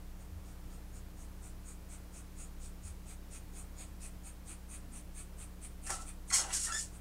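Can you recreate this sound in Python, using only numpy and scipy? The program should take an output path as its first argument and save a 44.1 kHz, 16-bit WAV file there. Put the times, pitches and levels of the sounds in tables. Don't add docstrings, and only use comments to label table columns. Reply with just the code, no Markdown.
import sys
import numpy as np
from scipy import signal
from scipy.fft import rfft, irfft, next_fast_len
from scipy.io import wavfile

SR = 44100
rng = np.random.default_rng(int(sys.argv[2]) if len(sys.argv) > 2 else 0)


def undo_db(level):
    steps = np.asarray(level, float) / 20
    return 10 ** steps


def materialize(psi):
    bounded = np.clip(np.atleast_2d(psi).T, -1, 1)
    quanta = np.round(bounded * 32767).astype(np.int16)
    wavfile.write(sys.argv[1], SR, quanta)


N = 308848
TIME = np.arange(N) / SR

# frequency in Hz, density in dB per Hz.
HISS_SPECTRUM = [(21, -45), (35, -9), (73, -9), (88, -5), (108, -10.5), (129, -13), (184, -16.5),
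                 (237, -17.5), (298, -19.5), (348, -20), (1150, -28), (3630, -36.5), (8880, -38),
                 (15600, -39)]
# frequency in Hz, level in dB rms.
MAINS_HARMONICS = [(60, -50.5), (180, -59), (300, -67)]
# start in seconds, frequency in Hz, level in dB, length in seconds.
FAR_THUDS = [
    (.31, 82, -45, .12),
    (2.83, 80, -44, .11),
    (4.49, 345, -63, .06),
    (4.86, 240, -60, .17),
    (4.83, 290, -62, .05),
    (5.89, 365, -57, .05),
]

# start in seconds, peak in dB, T60 in seconds.
CATCH_TICKS = [
    (5.63, -57, 0.023),
    (5.867, -41, 0.039),
    (5.895, -33, 0.038),
    (5.903, -22.5, 0.036),
    (6.301, -46, 0.046),
    (6.527, -33, 0.058),
]
# frequency in Hz, density in dB per Hz.
CATCH_SPECTRUM = [(250, -2.5), (500, 2), (1500, 0), (2200, 3), (3500, -29), (6000, -21), (9000, 5.5),
                  (12000, -19), (16000, -35)]

# start in seconds, length in seconds,
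# first and last frequency in Hz, fundamental in dB.
SOFT_SLIPS = [(5.868, 0.017, 1750, 1810, -48), (5.904, 0.051, 1447, 1250, -41.5),
              (5.983, 0.044, 1300, 1352, -51.5), (6.479, .05, 1050, 920, -52.5),
              (6.309, 0.021, 1120, 1120, -48), (6.44, 0.043, 844, 770, -50.5),
              (6.667, 0.019, 1880, 1810, -38), (6.696, 0.031, 1400, 1310, -35.5)]
FIRM_SLIPS = [(6.303, 0.0052, 2180, 2100, -37.5), (6.54, 0.044, 1770, 1400, -50.5),
              (6.72, 0.016, 1680, 1690, -38), (6.737, 0.041, 1706, 1800, -38)]
HARD_SLIPS = [(6.324, 0.038, 1103, 1062, -43.5), (6.38, 0.04, 1103, 1064, -50.5),
              (6.59, 0.064, 1397, 1323, -63), (6.778, 0.0234, 1770, 1693, -54)]
# frequency in Hz, gain in dB.
SQUEAK_OVERTONES = [(1500, 3), (2500, 1), (3500, -2), (4500, 3.5), (5500, 0), (7000, 7.5), (8500, -11),
                    (10000, -17), (12000, -27)]

# top in seconds, level in dB,
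# then attack, hold and release in seconds.
DRAG_STROKES = [(5.866, -44.5, .003, 0.011, .025), (5.903, -38.5, 0.02, 0.036, 0.058),
                (6.018, -51, .06, .005, .04), (6.302, -43, .005, .02, .02), (6.332, -30, 0.011, .01, .03),
                (6.347, -25.5, 0.02, 0.045, 0.06), (6.51, -51, .08, 0.0034, .01),
                (6.534, -32, 0.0087, 0.0057, .03), (6.549, -32, 0.044, .008, 0.096),
                (6.651, -35.5, 0.15, .003, 0.072), (6.74, -43, .05, 0.022, .05),
                (6.803, -38.5, 0.11, 0.022, .05)]
# top in seconds, level in dB, hold in seconds, hand relative in dB.
LOCK_TUGS = [(5.867, -53, .02, -26), (5.899, -39.5, .003, -6), (5.942, -52.5, 0.091, -8.5),
             (6.314, -38.5, 0.053, -15.5), (6.383, -40, 0.053, -8.5), (6.466, -50.5, 0.044, -3.5),
             (6.506, -41.5, .005, -20), (6.533, -43, .005, -34), (6.645, -48, 0.022, -33),
             (6.68, -43, .01, -16), (6.724, -52.5, 0.03, -6)]
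# time in seconds, blades relative in dB.
BLADE_SLIDE = [
    (5.85, -16),
    (6.0, -13),
    (6.35, -42),
    (6.5, -25),
    (6.62, -7),
    (6.8, -17),
]
# frequency in Hz, density in dB per Hz.
RASP_SPECTRUM = [(1290, -27), (2200, -12), (2490, -11), (3230, -8.5), (3660, -13.5), (4290, -4.5),
                 (4970, -2.5), (5460, 2), (7960, 5.5), (10100, -0.5), (12500, -45), (16200, -55),
                 (22000, -120)]
EDGE_SPECTRUM = [(9000, -40), (11000, 7), (13000, -3), (15800, -11), (18000, -14)]
# frequency in Hz, width in Hz, level in dB.
LOCK_MODES = [(1050, 440, 1.5), (1400, 260, 8.5), (1970, 230, 4.5), (2760, 130, 2.5), (3460, 980, -11.5)]
HAND_MODES = [(348, 167, 0), (527, 185, 4), (773, 350, 3.5)]

# start in seconds, length in seconds, shear in dB, blade ring relative in dB.
SNIP_STROKES = [(0.188, 0.061, -67.5, -14.3), (0.45, 0.086, -66.5, -16), (0.708, 0.062, -64.5, -10),
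                (0.94, 0.066, -61, -10), (1.18, 0.081, -58.5, -18), (1.422, 0.075, -56, -12.5),
                (1.657, 0.076, -55, -12), (1.902, 0.067, -53, -10.5), (2.137, 0.077, -54, -12),
                (2.376, 0.081, -53.5, -9.5), (2.612, 0.076, -54, -10.5), (2.837, 0.074, -54, -8.5),
                (3.073, 0.076, -54.5, -5), (3.318, 0.071, -52, -6), (3.544, 0.084, -53, -7),
                (3.78, 0.074, -52, -3.5), (4.016, 0.069, -50.5, -7.5), (4.246, 0.064, -52.2, -8),
                (4.472, 0.073, -49.5, -8), (4.7, 0.08, -49.5, -10), (4.93, 0.076, -50, -10.5),
                (5.156, 0.074, -48.5, -10), (5.385, 0.069, -50.5, -9), (5.623, 0.053, -48.5, -7.5),
                (5.837, 0.071, -49, -7.5), (6.062, 0.055, -49, -9), (6.281, 0.044, -48, -16),
                (6.925, 0.059, -58.5, -12)]
# time in seconds, heel and tip relative in dB.
CUT_PLACE = [
    (0, 4, -14),
    (1.5, -2, -24),
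    (3, 0, -6),
    (4.6, -4, -11),
    (5.5, -10.5, -10),
    (7, -5, -18),
]
# frequency in Hz, width in Hz, level in dB.
BLADE_MODES = [(7800, 420, -9), (8050, 260, 13.5), (8156, 560, 16.5), (8560, 120, -16), (9060, 520, 16),
               (9680, 400, -8)]
RING_MODES = [(2230, 1430, -2.5), (2640, 300, 6), (3920, 5900, -24.5)]
HEEL_MODES = [(6410, 450, -3.5), (6800, 320, 3), (6990, 230, -16), (5320, 1150, -8)]
TIP_MODES = [(9330, 360, 10), (10550, 1300, 2), (11300, 1000, -17), (12600, 2900, 2)]
HANDLE_MODES = [(1315, 240, 1.5), (694, 57, 6.5)]
# frequency in Hz, density in dB per Hz.
SHEAR_SPECTRUM = [(1500, -35), (3000, -8.5), (5000, -5), (6500, -4.5), (8700, 7.5), (10200, -24),
                  (12000, -6), (14000, -27), (16000, -22)]


def rms_one(x):
    return x / np.sqrt(np.mean(x ** 2) + 1e-20)


def at_hz(points, hz):
    point_hz, point_db = np.array(points)[:, 0], np.array(points)[:, 1]
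    return np.interp(np.log(hz + 1), np.log(point_hz), point_db)


def colour(x, points):
    size = next_fast_len(N)
    gain = undo_db(at_hz(points, np.fft.rfftfreq(size, 1 / SR)))
    return rms_one(irfft(rfft(x, size) * gain, size)[:N])


def drift(rate_hz):
    r = np.exp(-40 * np.pi * rate_hz / SR)
    noise = rng.standard_normal(N // 20 + 2002)
    slow = signal.lfilter([1], [1, -2 * r, r * r], noise)[2000:]
    return np.interp(np.arange(N) / 20, np.arange(len(slow)), rms_one(slow))


def resonate(x, modes, patchy_db=0):
    out = 0
    for k, (hz, width, db) in enumerate(modes):
        r = np.exp(-np.pi * width / SR)
        poles = [1, -2 * r * np.cos(2 * np.pi * hz / SR), r * r]
        rung = signal.lfilter([(1 - r * r) / 2, 0, (r * r - 1) / 2], poles, x)
        out = out + (-1) ** k * undo_db(db + patchy_db * drift(6.9)) * rung
    return out


def fibres(per_s, spread_db):
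    sizes = undo_db(spread_db * np.minimum(rng.exponential(1, N), 4)) * rng.standard_normal(N)
    return rms_one(sizes * (rng.random(N) < per_s / SR))


def hump(start, length, top):
    top = np.clip(top, .05, .95)
    corners = [start, start + top * length, start + length]
    return np.sin(np.pi / 2 * np.interp(TIME, corners, [0, 1, 0]))


def swell(top, db, attack, hold, release, sag_db):
    attack, hold, release = np.maximum([attack, hold, release], .001)
    low = db - sag_db * hold
    corners = [top - 3 * attack, top, top + hold, top + hold + 3 * release]
    return undo_db(2 * np.interp(TIME, corners, [db - 60, db, low, low - 60], left=-200, right=-200))


def air_hiss():
    hiss = colour(rng.standard_normal(N), HISS_SPECTRUM)
    above_rumble = signal.butter(2, 320, "high", fs=SR, output="sos")
    hiss = undo_db(-60.5) * hiss / np.std(signal.sosfilt(above_rumble, hiss))
    return hiss * undo_db(0.25 * drift(0.93))


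def mains_hum():
    return sum(undo_db(db + 2) * np.sin(2 * np.pi * hz * TIME + 6 * rng.random())
               for hz, db in MAINS_HARMONICS)


def motor_drone():
    level = undo_db(-48 + 2.1 * drift(3.9))
    hz = 27.2 + 0.67 * drift(1.7)
    return level * np.sin(2 * np.pi * np.cumsum(hz) / SR)


def thuds():
    return sum(undo_db(db + 3.0) * hump(s, length, 0.33) * np.sin(2 * np.pi * hz * TIME)
               for s, hz, db, length in FAR_THUDS)


def background():
    return air_hiss() + mains_hum() + motor_drone() + thuds()


def bathroom(x):
    t60_s, tail_db = 0.19, -7
    t = np.arange(int(.4 * SR)) / SR
    dull_noise = signal.lfilter([1], [1, -.3], rng.standard_normal(len(t)))
    tail = dull_noise * undo_db(-60 * t / t60_s) * (t > .003)
    return undo_db(tail_db) * signal.fftconvolve(x, tail / np.sqrt(np.sum(tail ** 2)))[:N]


def ticks():
    burst = np.zeros(N)
    for s, db, t60 in CATCH_TICKS:
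        age = TIME - s
        burst += undo_db(db - 10.5 - 60 * np.abs(age) / max(t60, .005)) * (age > 0)
    return burst * colour(fibres(14000, 1.3), CATCH_SPECTRUM)


def squeaks():
    out = np.zeros(N)
    shake, grip = .011 * drift(150), undo_db(3.0 * drift(150))
    multiple = np.arange(2, 12)[:, None]
    for slips, bite_db in ((SOFT_SLIPS, -23), (FIRM_SLIPS, -0.5), (HARD_SLIPS, 15.5)):
        for s, length, first_hz, last_hz, low_db in slips:
            on = slice(int(s * SR), int((s + length) * SR))
            hz = np.linspace(first_hz, last_hz, on.stop - on.start) * (1 + shake[on])
            phase = 2 * np.pi * np.cumsum(hz) / SR
            over_hz = multiple * hz
            effort_db = low_db + np.interp(over_hz, [1500, 5000], [0, bite_db])
            level = undo_db(effort_db - 8.0 + at_hz(SQUEAK_OVERTONES, over_hz)) * (over_hz < .4 * SR)
            overtones = level * np.cos(multiple * phase + 0.33 * multiple ** 2)
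            fundamental = undo_db(low_db - 3.0) * np.sin(phase)
            envelope = hump(s, length, 0.48)[on] ** 0.33 * grip[on]
            out[on] += envelope * (fundamental + overtones.sum(axis=0))
    return out


def drags():
    rasp_sag, tug_sag = 102, 44
    tug_attack_s, tug_release_s = 0.009, 0.056
    drag = np.sqrt(sum(swell(*row, rasp_sag) for row in DRAG_STROKES))
    tugs = np.array([swell(s, db, tug_attack_s, hold, tug_release_s, tug_sag)
                     for s, db, hold, _ in LOCK_TUGS])
    lock = np.sqrt(tugs.sum(axis=0))
    hand = np.sqrt(undo_db(2 * np.array(LOCK_TUGS)[:, 3]) @ tugs)

    snaps = fibres(24000, 1.3) * undo_db(1.1 * drift(120))
    steel = [(hz, 140, .1) for hz in np.geomspace(2400, 11500, num=16)]
    streaks = resonate(snaps, steel, 3.5)
    rasp = rms_one(colour(snaps, RASP_SPECTRUM) + undo_db(-24.0) * colour(streaks, RASP_SPECTRUM))
    slide = undo_db(np.interp(TIME, *np.transpose(BLADE_SLIDE)))
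    blades = slide * rms_one(resonate(snaps, BLADE_MODES))
    lock_body = rms_one(resonate(snaps, LOCK_MODES, 3.5))
    hand_body = rms_one(resonate(resonate(snaps, HAND_MODES), HAND_MODES))
    edge = colour(snaps, EDGE_SPECTRUM)
    return (undo_db(-1.5) * drag * (rasp + blades) + undo_db(-4.0) * lock * lock_body
            + undo_db(-0.5) * hand * hand_body + undo_db(-22) * drag * edge)


def snips():
    usual_shear_db, handle_db = -55.5, -63.5
    heel_lead_s = 0.0054
    shear, ring, handle = np.zeros((3, N))
    for s, length, db, ring_db in SNIP_STROKES:
        stroke = undo_db(-1.84) * hump(s - 0.46 * length, 1.867 * length, 0.51) ** 2.4
        shear += stroke * undo_db(db)
        ring += stroke ** 1.46 * undo_db(db + ring_db + 1.5)
        handle += stroke * undo_db(handle_db + 0.083 * (db - usual_shear_db))
    s, heel_db, tip_db = np.transpose(CUT_PLACE)
    early = np.roll(shear, -int(heel_lead_s * SR))
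    heel = early * undo_db(np.interp(TIME, s, heel_db))
    tip = shear * undo_db(np.interp(TIME, s, tip_db))

    snaps = fibres(18000, 1.4)
    parts = ((shear, BLADE_MODES), (heel, HEEL_MODES), (tip, TIP_MODES),
             (ring, RING_MODES), (handle, HANDLE_MODES))
    rung = sum(gain * rms_one(resonate(snaps, body, 1.8)) for gain, body in parts)
    direct = shear * colour(snaps, SHEAR_SPECTRUM)
    return undo_db(-2.5) * rung + undo_db(-7.5) * direct


def scene():
    scissors = snips() + drags() + squeaks() + ticks()
    return (scissors + bathroom(scissors) + background())[None]


def roll_off(x):
    return signal.sosfilt(signal.butter(12, 15710, fs=SR, output="sos"), x)


def record(dry):
    low_pass = signal.ellip(10, .3, 60, 15750, fs=SR, output="sos")
    mix = signal.sosfilt(low_pass, dry)
    return roll_off(mix)


dry = scene()
out = record(dry)
materialize(out)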